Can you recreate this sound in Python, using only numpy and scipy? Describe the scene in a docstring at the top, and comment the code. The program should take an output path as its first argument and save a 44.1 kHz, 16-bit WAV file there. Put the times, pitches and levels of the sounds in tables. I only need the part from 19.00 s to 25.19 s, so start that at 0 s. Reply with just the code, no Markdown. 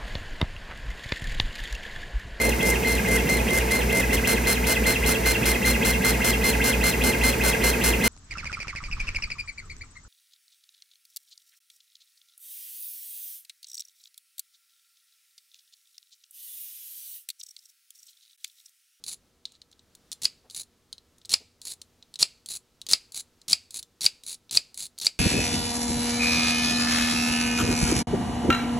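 """A key is worked in and out of a hand-held ignition lock cylinder inside a parked car.
Stick-slip friction over the sprung tumblers makes each push rasp, and the impact on the stop excites
the modes of barrel and blade in a sharp metal snap. Each pull rasps more softly, and light contacts
tick between strokes. Reflections in the cabin add a short tail, over a faint workshop hum."""
import sys
import numpy as np
from scipy import signal
from scipy.fft import rfft, irfft, next_fast_len
from scipy.io import wavfile

SR = 44100
rng = np.random.default_rng(int(sys.argv[2]) if len(sys.argv) > 2 else 0)


def to_wav(s):
    """Save 16-bit WAV."""
    ch = np.atleast_2d(s).T  # columns
    pcm = np.round(np.clip(ch, -1, 1) * 32767)  # PCM
    wavfile.write(sys.argv[1], SR, pcm.astype(np.int16))


N = 272979

# Spectra of the workshop air and a far rumble: f/Hz, relative level/dB
AIR_SPECTRUM = [(25, -8.5), (45, -1.5), (85, -3), (130, -4.5), (250, -6), (400, -9), (700, -14.5),
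                (1300, -18), (2500, -20.5), (4000, -18.5), (6000, -20.5), (10000, -25.5), (16000, -30.5)]
RUMBLE_SPECTRUM = [(25, -35.5), (62, -18.5), (78, 3.5), (100, -2.5), (200, -44), (1000, -89)]
# Partials of the workshop hum: f/Hz, level/dB
HUM_PARTIALS = [(97, -87.5), (242, -79.5), (377, -86), (479, -82), (1314, -88)]
# Swells of the rumble: centre t/s, half width/s, level/dB
RUMBLE_SWELLS = [(2.33, .2, -65.5), (2.88, .14, -70.5), (4.699, .14, -75)]
# Spectra of the key touching, pulled, skating and pushed: f/Hz, relative level/dB
TOUCH_SPECTRUM = [(100, -27), (1500, -30), (2600, -23), (3400, -11), (4300, 0), (5400, -7), (7500, -6),
                  (10000, -9), (11500, -6), (16000, -11)]
PULL_SPECTRUM = [(100, -17), (1300, -24.5), (2000, -20), (2300, -14), (3200, -15), (4000, 1.5), (4500, 0),
                 (5400, -10.5), (6800, -1), (9000, -6), (9900, 1.5), (10800, -4.5), (12500, -16),
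                 (16000, -20.5)]
SKATE_SPECTRUM = [(2000, -20), (3300, -8), (4100, 0), (5000, -13), (8000, -13), (12000, -34)]
PUSH_SPECTRUM = [(47, -42), (80, -15.5), (186, -12), (563, -21.5), (1630, -22), (3170, -10.5), (4230, 3),
                 (4830, -5.5), (5900, -4.5), (6890, -4), (8790, -7.5), (9820, -3.5), (12300, -16.5),
                 (15000, -19.5), (16000, -25)]
# Treble added to a touch: f/Hz, gain at zero brightness/dB, slope/(dB per dB of brightness)
TOUCH_TREBLE_GAIN = [(4900, -1, 0), (6500, -7, 0.84), (9500, 5, 1), (11200, -12, 1.5)]
# Outward strokes: unseating t/s, first catch t/s, slide duration/s, stroke level/dB, tick level/dB
PULL_STROKES = [(0.0396, 0.065, 0.08, -37, -37.5), (1.509, 1.5462, 0.075, -37, -44.5),
                (2.6165, 2.6528, 0.084, -37, -43.5), (3.4603, 3.488, 0.083, -35.5, -44),
                (4.121, 4.146, 0.062, -36, -47), (4.7073, 4.7417, 0.062, -36, -46.5),
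                (5.2356, 5.2652, 0.08, -36.5, -46), (5.744, 5.7749, 0.085, -36, -46)]
# Tumblers dropping behind a pulled key: t after the catch/s, level relative to the stroke/dB
TUMBLER_DROPS = [(0, 3), (.0185, 2), (.029, 2.5), (0.05, 1.5), (.063, -0.5)]
# Light touches between strokes: t/s, relative level/dB, brightness/dB
KEY_TAPS = [(0.454, -29, -10.5), (.5208, -58.5, 1.5), (.5523, -55, -14), (0.6172, -44, -11.5),
            (.7152, -58.5, -2.5), (.7272, -55, -10), (.7936, -53.5, -9), (0.951, -52, 3),
            (1.1167, -36, -1.5), (1.124, -40, -3), (1.1283, -34, -1.5), (1.4993, -43.5, -4),
            (1.633, -49, 2), (1.9278, -33.5, -6), (1.9813, -45, -9.5), (2.1829, -63, 8.5),
            (2.2154, -56, -15), (2.2499, -42, -15), (2.2554, -45.5, -1), (2.8164, -40.5, -2),
            (3.026, -46, -12), (3.1406, -40, -4.5), (3.1574, -34.5, -6.5), (3.8157, -37, -3),
            (3.8657, -36.5, -6), (4.4159, -51.5, -3.5), (4.8279, -41, -0.5), (5.3495, -45, -5),
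            (5.4944, -44, -13), (5.866, -43.5, 2), (5.979, -43, -9), (5.9866, -37.5, 3), (6.0004, -34.5, 0)]
# Inward strokes: entry t/s, stop t/s, stroke level/dB, snap gain/dB, blow's peak f/Hz,
# blow's treble gain/dB, thud level within the snap/dB
PUSH_STROKES = [(1.218, 1.2533, -31.5, -4.5, 4660, 0, -31), (2.2939, 2.3381, -29, -0.5, 4480, 8.5, -30),
                (3.19, 3.2268, -27, 0.5, 4480, 5, -27), (3.888, 3.933, -26, 1, 4420, 4.5, -24),
                (4.4815, 4.5301, -26.5, .5, 4510, 2.5, -30), (5.0086, 5.0623, -26, -1, 4480, 1, -30),
                (5.511, 5.5715, -27.5, -0.5, 4480, -1.5, -31), (6.0138, 6.0668, -29, -3, 4420, -1, -28.5)]
# Tumblers lifted by a pushed key: t before the stop/s, level relative to the stroke/dB
TUMBLER_LIFTS = [(.0455, -5), (.032, -5.5), (.0195, 1), (.0093, 3)]
# Spectra of the blow on the stop, its thud into the hand and the rattle: f/Hz, relative level/dB
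BLOW_SPECTRUM = [(900, -40), (1800, -29), (2350, -22), (3300, -21), (3950, -4), (4480, 0), (5200, -12),
                 (6400, -13), (7200, -15), (8050, -11), (8700, -18), (9600, -14), (11200, -25),
                 (16000, -36)]
THUD_SPECTRUM = [(60, -32), (160, 1.5), (400, 4), (1000, 4), (1600, 5.5), (3000, -28.5)]
RATTLE_SPECTRUM = [(1000, -28.5), (1900, -19.5), (2350, -6.5), (2800, -6.5), (3300, -12), (4000, -6.5),
                   (4700, -2), (5700, -12), (8000, -11), (8900, -20), (9800, -15), (11200, -25.5),
                   (16000, -34.5)]
# Modes of the lock barrel, and of the key blade and springs: f/Hz, relative level/dB, t60/s
BARREL_MODES = [(2480, -19, .008), (2800, -19, .006), (3980, -12, .006), (4550, -1, .008), (4900, 0, .007),
                (5320, -13, .007), (6400, -21, .006), (9760, -17, .005)]
BLADE_MODES = [(2440, -31, 0.054), (3300, -32, .045), (4530, -37, .08), (4820, -38.5, .18),
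               (8000, -33, 0.068)]
# Shifts of the hand's grip: t/s, duration/s, level/dB, centre f/Hz
GRIP_SHIFTS = [(1.433, 0.051, -61.5, 580), (2.391, 0.052, -58, 443)]
# Spectra of the cabin's early reflections, its tail and the tail's treble: f/Hz, relative level/dB
EARLY_SPECTRUM = [(100, 2.5), (1200, 4.0), (2500, 1), (4500, -3.5), (7000, 0.0), (16000, -3.0)]
TAIL_SPECTRUM = [(100, 6), (1200, 3.5), (2700, 5), (3700, -1.5), (4600, -5), (5600, -3.5),
                 (7000, -4.5), (10000, -17.5)]
TAIL_TREBLE_SPECTRUM = [(3000, -28.5), (7000, -10), (16000, 13)]


def amp(db):
    """Amplitude ratio for a level in decibels."""
    return 10 ** (np.asarray(db) / 20)


def gains(spectrum, size):
    """Magnitude response on FFT bins, interpolated in decibels over log frequency."""
    hz, db = np.transpose(sorted(spectrum))
    bin_hz = np.fft.rfftfreq(size, 1 / SR)
    return amp(np.interp(np.log(bin_hz + 1), np.log(hz), db))


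def knock(spectrum, size=1024):
    """Minimum-phase impulse response of a body: folding the cepstrum makes it causal."""
    cepstrum = irfft(np.log(gains(spectrum, size)))
    cepstrum[1:size // 2] *= 2
    cepstrum[size // 2 + 1:] = 0
    return irfft(np.exp(rfft(cepstrum)))


def noise(spectrum, size):
    """White noise filtered to a spectrum, at unit rms."""
    padded = next_fast_len(size, real=True)
    white = rfft(rng.standard_normal(padded))
    x = irfft(white * gains(spectrum, padded), padded)[:size]
    return x / x.std()


def peak(x):
    """Maximum of the analytic envelope."""
    return np.abs(signal.hilbert(x)).max()


def attack_rms(x, attack_s=.004):
    """Rms amplitude at the onset of a transient."""
    return x[:int(attack_s * SR)].std()


def fade(t, t60):
    """Exponential damping, 60 dB in t60 seconds."""
    return np.exp(-np.log(1000) * t / t60)


def add(out, s, x):
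    """Superpose x on out from time s."""
    i = max(int(s * SR), 0)
    out[i:i + len(x)] += x[:max(len(out) - i, 0)]


def workshop(air_db=-67.5, side_db=-14, swell_db=1.0, rumble_floor_db=-82):
    """Slow modulation varies the level of the air and of a far rumble, and the phase of a thin hum."""
    t = np.arange(N) / SR

    def drift(count):
        """Linear interpolation between random values."""
        return np.interp(t, np.linspace(0, t[-1], count), rng.standard_normal(count))
    air_gain = amp(air_db + swell_db * drift(24))
    air = noise(AIR_SPECTRUM, N) + amp(side_db) * noise(AIR_SPECTRUM, N) * np.array([[1], [-1]])
    hum = sum(amp(db) * np.sqrt(2) * np.sin(2 * np.pi * hz * t + drift(30)) for hz, db in HUM_PARTIALS)
    swells = sum(amp(db) * np.exp(-((t - s) / width) ** 2) for s, width, db in RUMBLE_SWELLS)
    rumble = (amp(rumble_floor_db) + swells) * noise(RUMBLE_SPECTRUM, N)
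    return air_gain * air + hum + rumble


def click(body, buzz_db, buzz_t60):
    """Convolution: one impact and a brief buzz of finer ones drive the body's impulse response."""
    t = np.arange(len(body)) / SR
    force = amp(buzz_db) * rng.standard_normal(len(t)) * fade(t, buzz_t60)
    force[0] = 1
    return signal.fftconvolve(force, body)[:len(t)]


def touch(db, bright_db, pitch_ratio=.95, detune=.04):
    """Impact excitation of the key: the harder the point of contact, the more treble."""
    pitch = pitch_ratio * (1 + detune * rng.standard_normal())  # the fingers alter each ring
    hz, plain_db, slope = np.transpose(TOUCH_TREBLE_GAIN)
    treble_db = plain_db + slope * bright_db
    spectrum = [(f * pitch, level + np.interp(f, hz, treble_db)) for f, level in TOUCH_SPECTRUM]
    x = click(knock(spectrum), buzz_db=-13, buzz_t60=.021)
    ring_band = signal.butter(3, [3000, 5500], "band", fs=SR, output="sos")
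    return amp(db) * x / attack_rms(signal.sosfilt(ring_band, x))


def tumbler(spectrum, db, scatter_db=1.36):
    """A spring's restoring force drives a tumbler into a notch of the key with a click."""
    x = click(knock(spectrum), buzz_db=-11, buzz_t60=.028)
    return amp(db + scatter_db * rng.standard_normal()) * x / attack_rms(x)


def rasp(length, spectrum, first_db, last_db, slip_hz=220, uneven=.35, scatter_db=3.0, grit_db=-10):
    """Stick-slip friction of metal on metal: an irregular train of clicks over fine grit."""
    size, body = int(length * SR), knock(spectrum)
    x = np.zeros(size + len(body))
    slip_times = np.cumsum(np.exp(uneven * rng.standard_normal(40)) / slip_hz)
    for s in slip_times - slip_times[0]:
        slip = amp(scatter_db * rng.standard_normal()) * click(body, buzz_db=-13.5, buzz_t60=.025)
        if s < length:
            add(x, s, slip)
    x /= x[:size].std()
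    add(x, 0, amp(grit_db) * noise(spectrum, size))
    return x * amp(np.interp(np.arange(len(x)), [0, size], [first_db, last_db]))


def pulls(rasp_db=-2, fall_db=2.5, brush_db=-18, catch_s=.011, jitter_s=.0006):
    """Sliding friction eases on the way out: the key unseats, brushes the keyway, catches and rasps."""
    out = np.zeros(N)
    for unseat, start, length, db, tick_db in PULL_STROKES:
        slide = start + catch_s
        add(out, unseat, touch(tick_db, bright_db=1.5))
        add(out, unseat, amp(db + brush_db) * noise(PULL_SPECTRUM, int((slide - unseat) * SR)))
        add(out, slide, rasp(length - catch_s, PULL_SPECTRUM, db + rasp_db, db + rasp_db - fall_db))
        for after_s, click_db in TUMBLER_DROPS:
            s = after_s + jitter_s * rng.standard_normal()
            drop = tumbler(PULL_SPECTRUM, db + click_db)
            if s < length:
                add(out, start + s, drop)
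    return out


def ticks(gain_db=-1, skate_at_s=.47, skate_length_s=.1, skate_db=-65):
    """Light impacts and friction: the key's tip taps the lock face and once skates across it."""
    out = np.zeros(N)
    for s, db, bright_db in KEY_TAPS:
        add(out, s, touch(db + gain_db, bright_db))
    add(out, skate_at_s, rasp(skate_length_s, SKATE_SPECTRUM, skate_db, skate_db))
    return out


def pushes(entry_db=-9.5, rasp_db=-2, rise_db=6.5, free_s=.0036, jitter_s=.0006):
    """Sliding friction grows as the key clicks in past the tumblers; it runs free just before the stop."""
    out = np.zeros(N)
    for start, stop, db, *_ in PUSH_STROKES:
        length = stop - start - free_s
        add(out, start, tumbler(PUSH_SPECTRUM, db + entry_db))
        add(out, start, rasp(length, PUSH_SPECTRUM, db + rasp_db - rise_db, db + rasp_db))
        for before_s, click_db in TUMBLER_LIFTS:
            s = stop - before_s + jitter_s * rng.standard_normal()
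            lift = tumbler(PUSH_SPECTRUM, db + click_db)
            if s > start:
                add(out, s, lift)
    return out


def snaps(contact_s=.00047, chatter_s=.00044, chatter_db=-3, rebound_s=.0018, rebound_db=-1,
          rattle_db=-23, rattle_t60=.051, wash_db=-45, wash_t60=.36):
    """Impact and rebound: the key hits its stop, chatters and lands again, ringing barrel and blade."""
    out, t = np.zeros(N), np.arange(16384) / SR
    thud = knock(THUD_SPECTRUM)
    for _, stop, _, db, blow_hz, treble_db, thud_db in PUSH_STROKES:
        pitch = blow_hz / 4480  # moves the spectrum's peak to blow_hz
        blow = knock([(f * pitch, level + treble_db * (f > 6000)) for f, level in BLOW_SPECTRUM])
        blow /= peak(blow)
        hit = np.zeros(len(t))
        add(hit, 0, blow)
        add(hit, chatter_s * (1 + .03 * rng.standard_normal()), amp(chatter_db) * blow)
        add(hit, 0, amp(thud_db) * thud / peak(thud))
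        ring = amp(rebound_db) * barrel_ring(t)
        add(hit, rebound_s * (1 + .049 * rng.standard_normal()), ring)
        for hz, mode_db, t60 in BLADE_MODES:
            hz *= 1 + .006 * rng.standard_normal()
            hit += amp(mode_db) * fade(t, t60) * np.sin(2 * np.pi * hz * t)
        # the tumblers' rattle dies fast, and a faint, diffuse wash lingers on after it
        envelope = amp(rattle_db) * fade(t, rattle_t60) + amp(wash_db) * fade(t, wash_t60)
        hit += envelope * noise(RATTLE_SPECTRUM, len(t))
        add(out, stop + contact_s, amp(db) * hit)
    return out


def barrel_ring(t, scatter_db=1.2, detune=.012, build_s=.00089):
    """Damped modes of the barrel, whose levels and frequencies the grip alters at every blow."""
    ring = np.zeros(len(t))
    for hz, db, t60 in BARREL_MODES:
        gain = amp(db + scatter_db * rng.standard_normal())
        hz *= 1 + detune * rng.standard_normal()
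        ring += gain * fade(t, t60) * np.sin(2 * np.pi * hz * t)
    ring *= 1 - np.exp(-t / build_s)  # builds up as the parts press together
    return ring / peak(ring)


def grips():
    """Friction of skin on the lock body gives soft bands of noise as the hand shifts."""
    out = np.zeros(N)
    for s, length, db, hz in GRIP_SHIFTS:
        size = int(length * SR)
        brush = noise([(hz / 4, -10), (hz, 0), (hz * 2, -12), (hz * 8, -35)], size)
        add(out, s, amp(db) * np.hanning(size) * brush)
    return out


def cabin(x, early_db=-15, early_t60=.1, late_db=-31, late_t60=.45, treble_t60=.28,
          side_db=-13, delay_s=.0032):
    """Reverberation: dense reflections off dashboard and glass, then a tail that loses treble first."""
    t = np.arange(SR // 2) / SR
    mid, side = np.zeros((2, N))
    for wet in (mid, side):
        early = noise(EARLY_SPECTRUM, len(t)) * fade(t, early_t60)
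        late = noise(TAIL_SPECTRUM, len(t)) * fade(t, late_t60)
        late += noise(TAIL_TREBLE_SPECTRUM, len(t)) * fade(t, treble_t60)
        early *= amp(early_db) / np.linalg.norm(early)
        late *= amp(late_db) / np.linalg.norm(late)
        add(wet, delay_s, signal.fftconvolve(x, early + late))
    return x + mid + amp(side_db) * side * np.array([[1], [-1]])


def scene():
    """Superposition of the lock, reverberating in the cabin, and the workshop background."""
    return cabin(pushes() + snaps() + pulls() + ticks() + grips()) + workshop()


def record(dry, ceiling=.87, cutoff_hz=15800):
    """Soft saturation rounds the loudest peaks, and a low-pass filter removes the highest treble."""
    rounded = dry / (1 + (dry / ceiling) ** 8) ** (1 / 8)
    lowpass = signal.ellip(12, .1, 95, cutoff_hz, fs=SR, output="sos")
    return signal.sosfilt(lowpass, rounded)


dry = scene()
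out = record(dry)
to_wav(out)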